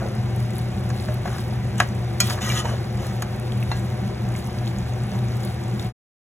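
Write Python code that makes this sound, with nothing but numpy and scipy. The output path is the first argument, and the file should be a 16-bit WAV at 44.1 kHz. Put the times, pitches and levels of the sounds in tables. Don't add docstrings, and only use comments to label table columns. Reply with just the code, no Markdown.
import sys
import numpy as np
from scipy import signal
from scipy.fft import rfft, irfft
from scipy.io import wavfile
from scipy.ndimage import uniform_filter1d, map_coordinates

SR = 44100
rng = np.random.default_rng(int(sys.argv[2]) if len(sys.argv) > 2 else 0)


def master_out(mix):
    frames = np.transpose(np.atleast_2d(mix))
    ceiling = np.clip(frames, -1, 1)
    pcm = np.round(ceiling * 32767).astype(np.int16)
    wavfile.write(sys.argv[1], SR, pcm)


N = 281177
TIME = np.arange(N) / SR
FREQ = np.fft.rfftfreq(N, 1 / SR)


def undb(db):
    return 10 ** (np.asarray(db) / 20)


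def unit(x):
    return x / np.std(x)


def colour(x, spectrum):
    hz, db = np.transpose(spectrum)
    gain = undb(np.interp(np.log(FREQ + 1), np.log(hz), db))
    return irfft(rfft(x) * gain, N)


def resonate(x, hz, width):
    return signal.lfilter(*signal.iirpeak(hz, hz / width, fs=SR), x)


def walk(rate):
    size = int(SR / rate)
    steps = np.repeat(rng.standard_normal(N // size + 1), size)
    return unit(uniform_filter1d(steps, size)[:N])


def drift(x, share, rate):
    speed = walk(rate)
    lead = np.cumsum(speed - uniform_filter1d(speed, SR // 4)) * share
    return map_coordinates(x, [np.arange(N) + lead], order=1)


def add(track, s, sound):
    i = int(s * SR)
    track[i:i + len(sound)] += sound[:N - i]


def decay(t, t60):
    return np.exp(-np.log(1000) * t / t60)


def ring(modes, crack, crack_t60, low_hz, top_hz):
    t = TIME[:SR // 3]
    tones = 0
    for k, (hz, db, t60) in enumerate(modes):
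        sign = (-1) ** k
        tones = tones + sign * undb(db) * np.sin(2 * np.pi * hz * t) * decay(t, t60)
    band = signal.butter(3, [low_hz, top_hz], "band", fs=SR, output="sos")
    noise = unit(signal.sosfilt(band, rng.standard_normal(len(t))))
    return tones + crack * noise * decay(t, crack_t60)


def bubble(hz, cycles, glide):
    age = np.linspace(0, 1, int(cycles * SR / hz) + 4)
    phase = 2 * np.pi * cycles * (age + glide * age ** 2 / 2)
    return np.sin(phase) * np.exp(-np.log(300) * age)


def bubbles(count, low_hz, high_hz, cycles, spread_db, glide):
    out = np.zeros(N)
    for when, pitch, size, life in rng.random((count, 4)):
        big_db = -spread_db * np.log(size + .01)
        hz = low_hz * (high_hz / low_hz) ** pitch
        add(out, when * TIME[-1], undb(big_db) * bubble(hz, cycles * (.5 + life), glide))
    return out


# (t/s, pan level/dB, steel level/dB, brightness cutoff f/Hz, time constant of food and hand muting the steel/s)
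BLOWS = [(0.9012, -16, -18.5, 3800, .008), (1.085, -18, -26, 2400, .01), (1.256, -13, -27, 2600, .01),
         (1.276, -14.5, -24.5, 3200, .01), (1.325, -17.5, -31, 2000, .01), (1.346, -16, -36, 2000, .01),
         (1.381, -20.5, -30, 2500, .01), (1.8012, 7.5, -6, 9100, 0.006), (2.2025, -9, 1, 14100, 0.2),
         (2.2843, -13.5, -22.5, 2030, .01), (2.2982, -14.5, -12.5, 8000, .014),
         (2.305, -11, -15.5, 3000, .008), (2.323, -17.5, -21.5, 3000, .006),
         (2.3755, -17, -32, 4000, 0.0088), (2.387, -14, -28, 3050, .008), (2.445, -24, -20, 9000, .004),
         (2.4915, -21, -14, 9000, 0.0053), (2.517, -16, -35, 5000, .005), (2.654, -18, -20.5, 5000, .01),
         (2.672, -20.5, -27.5, 2200, .008), (2.688, -19, -30, 2200, .008), (2.71, -19, -26.5, 2500, .008),
         (3.2218, -10, -13, 12000, 0.0081), (3.715, -14.5, -15, 2600, 0.018),
         (5.1477, -16.5, -38, 1990, .01)]
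# (f/Hz, level/dB, t60/s)
PAN_MODES = [(606, -31, 0.15), (721, -20.5, 0.075), (1020, -19, 0.02), (1135, -17.5, 0.032),
             (1263, -21, 0.04), (1556, -22, 0.078), (1658, -20, 0.046), (1750, -18.5, 0.025),
             (2140, -28.5, .025), (2780, -35.5, 0.055), (3270, -29.5, 0.021), (3920, -24, 0.031)]
# (f/Hz, level/dB, t60/s)
STEEL_MODES = [(604, -38, 0.13), (1039, -30.5, 0.11), (1240, -35, .18), (1400, -26.5, 0.1),
               (1590, -31.5, .1), (1940, -34, .15), (2400, -19.5, 0.17), (2460, -23.5, 0.035),
               (3070, -24.5, .05), (3300, -30, 0.33), (4220, -17.5, 0.08), (4256, -23, 0.09),
               (4500, -21, 0.066), (4630, -19, .09), (5200, -23, 0.058), (5200, -22, .04),
               (5483, -18.5, 0.11), (6550, -15, 0.076), (6735, -19.5, .05), (6900, -19, 0.059),
               (7920, -24.5, 0.12), (8100, -24, 0.035), (8650, -25, .045), (9100, -23, 0.04),
               (10250, -26.5, 0.055), (11140, -30, .05), (11900, -30, .04), (13710, -27.5, 0.035),
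               (14850, -25.5, .04)]
# (t/s, f/Hz, level/dB, t60/s)
RINGS = [(1.087, 611, -24, 0.25), (1.086, 1660, -28.5, 0.029), (1.256, 720, -18.5, 0.0516),
         (2.5, 2331, -24.5, 0.11), (2.5, 2850, -21.5, 0.053), (2.298, 4690, -26, 0.1003),
         (2.654, 910, -23.5, 0.075), (3.223, 850, -36, 0.23), (3.717, 1632, -38.5, 0.45),
         (3.716, 872, -19, 0.033), (3.716, 2000, -29, 0.093), (3.716, 2724, -33, 0.11),
         (3.715, 3700, -26, .028), (3.716, 4150, -27, .07)]
BOUNCE_S, BOUNCE_DB = .0036, -12


def knocks():
    out, t = np.zeros(N), TIME[:SR // 2]
    for s, pan_db, steel_db, bright_hz, mute_s in BLOWS:
        click = ring([], crack=.11, crack_t60=.014, low_hz=1800, top_hz=9500)
        pan = click + ring(PAN_MODES, crack=0.1, crack_t60=0.06, low_hz=650, top_hz=2200)
        steel = ring(STEEL_MODES, crack=0.18, crack_t60=0.042, low_hz=1702, top_hz=14000)
        muted = steel * np.exp(-TIME[:len(steel)] / mute_s)
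        soft = signal.butter(1, min(bright_hz, SR * .45), fs=SR)
        blow = signal.lfilter(*soft, undb(pan_db) * pan + undb(steel_db) * muted)
        add(out, s, blow)
        add(out, s + BOUNCE_S, undb(BOUNCE_DB) * blow)
    for s, hz, db, t60 in RINGS:
        add(out, s, undb(db) * np.sin(2 * np.pi * hz * t) * decay(t, t60))
    return out


PRESS_S = 0.017


def pressure(start, hold, ease):
    onset = np.clip(1 + (TIME - start) / PRESS_S, 0, 1)
    return onset * np.exp(-np.maximum(TIME - start - hold, 0) / ease)


# (start t/s, hold/s, time constant of easing off/s,
# rubbing through food level/dB, gritty steel contact level/dB, singing of the pressed metal level/dB)
STROKES = [(.005, 0.046, 0.046, -33, -55, -56), (1.083, .03, .035, -44, -58, -54),
           (1.256, 0.11, .03, -37.5, -51.5, -51), (1.79, 0.031, 0.02, -42, -39.5, -37.5),
           (2.229, 0.04, .025, -40, -40, -41), (2.301, 0.026, 0.037, -32, -38, -43),
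           (2.42, .125, 0.048, -37.5, -34.5, -34.5), (2.559, 0.044, 0.016, -39, -35.5, -28.5),
           (2.648, 0.062, .06, -33.5, -46, -41.5), (2.995, 0.09, 0.081, -39.5, -50.5, -48.5),
           (3.715, .05, 0.04, -51, -52, -49), (4.51, .04, .03, -45, -58, -62),
           (5.128, 0.048, 0.03, -40.5, -58, -58), (5.295, 0.041, .04, -42, -55, -57)]
# (f/Hz, width/Hz, mean level/dB relative to each other)
PRESSED = [(1054, 40, -4), (1250, 27, 3.5), (1494, 70, -6), (1690, 40, -5.5), (1943, 20, 1),
           (2424, 22, -8.5), (2723, 14, 1), (2900, 25, -2.5), (3015, 16, 2), (3250, 25, -9), (3413, 98, -3),
           (3575, 31, -0.5), (3990, 50, -1), (4100, 60, -4), (5200, 80, -9.5), (5130, 70, -4.5),
           (5670, 40, -3.5), (5950, 60, -3), (6300, 40, -5.5), (7000, 110, -2), (8300, 67, -3),
           (10400, 200, -4.5)]
# (f/Hz, relative level/dB)
GRIT = [(500, -13), (1500, 9), (3200, 6), (4400, 4.5), (5300, 6.5), (6700, 10), (7500, 4.5), (8300, -8.5),
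        (9500, -2), (11000, 2), (12500, 2), (15500, -9)]
# (f/Hz, relative level/dB)
RUB = [(200, -7), (330, 10), (500, 13), (900, 4.5), (1150, 2.5), (1450, 5.5), (2000, 0), (3000, -12.5),
       (6000, -28), (16000, -27.5)]
SLIPS_PER_S, JUDDER_DB = 12000, 1.5
SING_WAVER_DB, SING_DRIFT = 2.2, .003


def scrape():
    strokes = [undb(levels)[:, None] * pressure(start, hold, ease) for start, hold, ease, *levels in STROKES]
    rub, bite, sing = np.max(strokes, axis=0)

    slipping = rng.random(N) < SLIPS_PER_S / SR
    slips = rng.choice([-1, 1], N) * slipping * undb(JUDDER_DB * walk(350))

    singing = np.zeros(N)
    for hz, width, db in PRESSED:
        level = undb(db + SING_WAVER_DB * walk(30))
        singing += level * unit(drift(resonate(slips, hz, width), share=SING_DRIFT, rate=25))

    chirps = bubbles(count=9000, low_hz=3516, high_hz=8970, cycles=100, spread_db=4.5, glide=.02)
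    grit = unit(colour(unit(slips) + .5 * unit(chirps), GRIT))

    pockets = bubbles(count=2500, low_hz=520, high_hz=2570, cycles=8, spread_db=2.5, glide=0.12)
    wet = unit(colour(.7 * unit(slips) + .7 * unit(pockets), RUB))
    return rub * wet + bite * grit + sing * unit(singing)


# (t/s at the height, level/dB, time constant of dying away/s)
FLARES = [(0.389, -52.5, .08), (.58, -48, 0.05), (0.961, -48, .08), (1.06, -50, .08), (1.39, -45.5, .08),
          (1.85, -56, 0.073), (2.27, -34.5, .03), (2.335, -33.5, .012), (3.039, -50.5, 0.065),
          (3.611, -50.5, .08), (3.78, -47.5, .06), (4.381, -46, .08), (4.68, -49.5, .08), (5.1, -50.5, .08),
          (5.439, -47, .08), (5.81, -47, .08)]
FLARE_RISE_S = 0.035
SIMMER_DB = -52.5


def sizzle():
    power = undb(SIMMER_DB) ** 2
    for s, db, fall_s in FLARES:
        shape = np.exp(-np.maximum((s - TIME) / FLARE_RISE_S, (TIME - s) / fall_s))
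        power = power + (undb(db) * shape) ** 2
    return np.sqrt(power)


# (f/Hz, relative level/dB)
FIZZ = [(500, -28.5), (2000, 0), (3800, 9), (6000, -5), (7500, -2.5), (10600, 2.5), (11100, -2),
        (13000, -1.5), (15500, -7)]
# (f/Hz, relative level/dB)
SQUELCH = [(200, -6.5), (480, 16), (900, 8), (1150, -4.5), (1500, -2), (2000, 5), (3000, -19),
           (6000, -28.5), (16000, -27.5)]


def sauce(boil):
    ticks = bubbles(count=3000, low_hz=4400, high_hz=13300, cycles=20, spread_db=3.0, glide=.06)
    spurts = undb(6 * walk(30))
    bursts = rng.random(N) < 350 * spurts / SR
    strength = undb(4.5 * np.minimum(rng.exponential(size=N), 4))
    crackle = bursts * rng.choice([-1, 1], N) * strength
    hiss = rng.standard_normal(N)
    fizz = unit(colour(unit(ticks) + 0.7 * unit(crackle) + 1.1 * hiss, FIZZ))
    fizzing = fizz * boil * undb(2.5 + 0.84 * walk(25))

    squelch = bubbles(count=2400, low_hz=570, high_hz=3000, cycles=2.3, spread_db=4.0, glide=0.14)
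    squelching = unit(colour(squelch, SQUELCH)) * undb(-51.5 + 1.2 * walk(15))
    plops = bubbles(count=170, low_hz=376, high_hz=1400, cycles=15, spread_db=4.0, glide=.12)
    return fizzing + squelching + undb(-55) * unit(plops)


SNAP_DB, SNAP_SPREAD_DB, SNAP_LOW_HZ, SNAP_HIGH_HZ = -42.5, 10.5, 4840, 14000


def random_snaps(boil, count):
    when, size, pitch = rng.random((count, 3)).T
    s = np.interp(when, np.cumsum(boil) / np.sum(boil), TIME)
    db = SNAP_DB + SNAP_SPREAD_DB * (size - .5)
    hz = SNAP_LOW_HZ * (SNAP_HIGH_HZ / SNAP_LOW_HZ) ** pitch
    return list(zip(s, db, hz))


# (t/s, nominal level/dB before trims and low cut, f/Hz)
SINGLE_SNAPS = [(.0863, -35, 6500), (.151, -33, 8800), (0.362, -29, 10400), (0.4015, -30, 9250),
                (.5063, -33, 8060), (0.5344, -32, 7000), (.554, -34, 11500), (.5829, -27, 11540),
                (.596, -37, 11000), (.892, -31, 8700), (1.0237, -30, 7900), (1.142, -31, 11540),
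                (1.2946, -41, 7500), (1.384, -28.5, 5130), (1.781, -24, 8100), (1.8883, -33, 6190),
                (1.9511, -36, 7500), (2.131, -38, 8800), (2.9737, -34, 7950), (3.068, -27, 9900),
                (3.362, -38, 12000), (3.398, -30, 9700), (3.521, -27, 3400), (3.603, -36, 12500),
                (3.627, -24.5, 2550), (3.634, -31.5, 10850), (3.7675, -32, 7500), (3.796, -32, 7600),
                (3.862, -37, 6000), (4.2888, -34, 7000), (4.32, -35, 9000), (4.352, -26, 2150),
                (4.363, -29.5, 7000), (4.391, -27, 9000), (4.4439, -34, 6300), (4.4636, -30.5, 5640),
                (4.4719, -29.5, 11100), (4.588, -32, 5800), (4.66, -39, 6500), (4.669, -31, 3150),
                (4.676, -29, 4000), (4.679, -38, 6700), (4.786, -30, 6840), (4.9354, -34.5, 6540),
                (5.036, -33, 7700), (5.1169, -35, 6000), (5.19, -31, 3760), (5.285, -31.5, 6400),
                (5.3689, -31, 12100), (5.4042, -34, 7000), (5.4322, -30, 7400), (5.45, -25, 10300),
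                (5.638, -34, 7500), (5.682, -36, 7800), (5.796, -22.5, 3720), (5.813, -35, 9560),
                (5.826, -30, 5600)]
SPIT_S, SPIT_WIDTH = 0.0022, 0.38


def snaps(boil):
    out, t = np.zeros(N), TIME[:SR // 40]
    for s, db, hz in SINGLE_SNAPS + random_snaps(boil, count=45):
        tear = resonate(rng.standard_normal(len(t)), hz, min(SPIT_WIDTH * hz, SR / 3))
        spit = unit(tear) * np.exp(-t / SPIT_S)
        add(out, s, undb(db - 8.0) * spit)
        add(out, s, undb(db - 0.5) * bubble(hz, cycles=34, glide=0.049))
    return signal.sosfilt(signal.butter(2, 1700, "high", fs=SR, output="sos"), out)


# (f/Hz, density level/dB per Hz)
HOOD_AIR = [(20, -95), (36, -76), (50, -56), (90, -49.5), (125, -49), (155, -55.5), (270, -76), (430, -73),
            (850, -75.5), (1400, -77), (2200, -78.5), (3200, -86), (6000, -90), (16000, -118)]
# (f/Hz, width/Hz, rms level/dB)
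DUCT = [(197.2, 30.2, -34), (350, 51, -42.5), (507, 59, -49), (610.5, 16, -55), (748, 70, -46)]
# (f/Hz, mean rms level/dB)
WHINE = [(366.5, -48), (612, -54.5), (732, -54)]
HUM_HZ, HUM_DB = 119.8, -27.5
WHINE_WAVER_DB = 2.5


def hood():
    air = colour(rng.standard_normal(N), HOOD_AIR) * np.sqrt(SR / 2)
    duct = np.zeros(N)
    for hz, width, db in DUCT:
        stage_width = 1.48 * width
        once = resonate(rng.standard_normal(N), hz, stage_width)
        duct += undb(db) * unit(resonate(once, hz, stage_width))

    hum_tone = np.sqrt(2) * np.sin(2 * np.pi * HUM_HZ * TIME + 0.2 * walk(8.8))
    hum = hum_tone * undb(HUM_DB + 2.0 * walk(22))
    whine = np.zeros(N)
    for hz, db in WHINE:
        tone = np.sqrt(2) * np.sin(2 * np.pi * hz * TIME + 0.95 * walk(14))
        whine += tone * undb(db + WHINE_WAVER_DB * walk(18))
    return air + duct, hum + whine


def kitchen(x, t60, wet_db, dull_hz):
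    t = TIME[:SR // 2]
    tail = rng.standard_normal((2, len(t))) * decay(t, t60) * (t > .004)
    tail = signal.lfilter(*signal.butter(1, dull_hz, fs=SR), tail / np.linalg.norm(tail[0]))
    tail = signal.sosfilt(signal.butter(3, 300, "high", fs=SR, output="sos"), tail)
    return x + undb(wet_db) * signal.fftconvolve(x[None], tail, axes=1)[:, :N]


def scene():
    air, hum = hood()
    boil = sizzle()
    stove = kitchen(knocks() + scrape() + sauce(boil) + snaps(boil), t60=0.15, wet_db=-12.0, dull_hz=4500)
    fan = kitchen(air, t60=.3, wet_db=-3.5, dull_hz=3380) + hum
    return stove + fan


# (f/Hz, lag/rad)
PORT_LAG = [(20, 0), (230, 0), (400, -.6), (800, -.4), (1500, .5), (3500, 1.6), (4750, 3.14), (6300, 6.2),
            (7450, 6.4), (9000, 9.4), (10650, 12.4), (11600, 12.7), (13200, 15.7), (14700, 18.7)]
# (f/Hz, level/dB)
PORT_BALANCE = [(120, 1.25), (250, -2), (360, 7), (550, -0.5), (750, 5), (930, -14.5), (1100, 7),
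                (1400, -1.5), (1900, 4), (2250, -1), (2400, -1.5), (2600, -0.5), (3000, 0.5), (15000, 0)]
# (start t/s, silent t/s)
FADE = (5.869, 5.925)
TOP_HZ = 15800


def record(dry):
    lag = np.interp(FREQ, *np.transpose(PORT_LAG))
    late = irfft(rfft(dry[1]) * np.exp(-1j * lag), N)
    left = colour(dry[0], [(hz, db / 2) for hz, db in PORT_BALANCE])
    right = colour(late, [(hz, -db / 2) for hz, db in PORT_BALANCE])
    ports = np.array([left, right]) * np.interp(TIME, FADE, [1, 0])
    rounded = ports / (1 + (ports / .92) ** 4) ** .25
    return signal.sosfilt(signal.ellip(10, .2, 80, TOP_HZ, fs=SR, output="sos"), rounded)


dry = scene()
out = record(dry)
master_out(out)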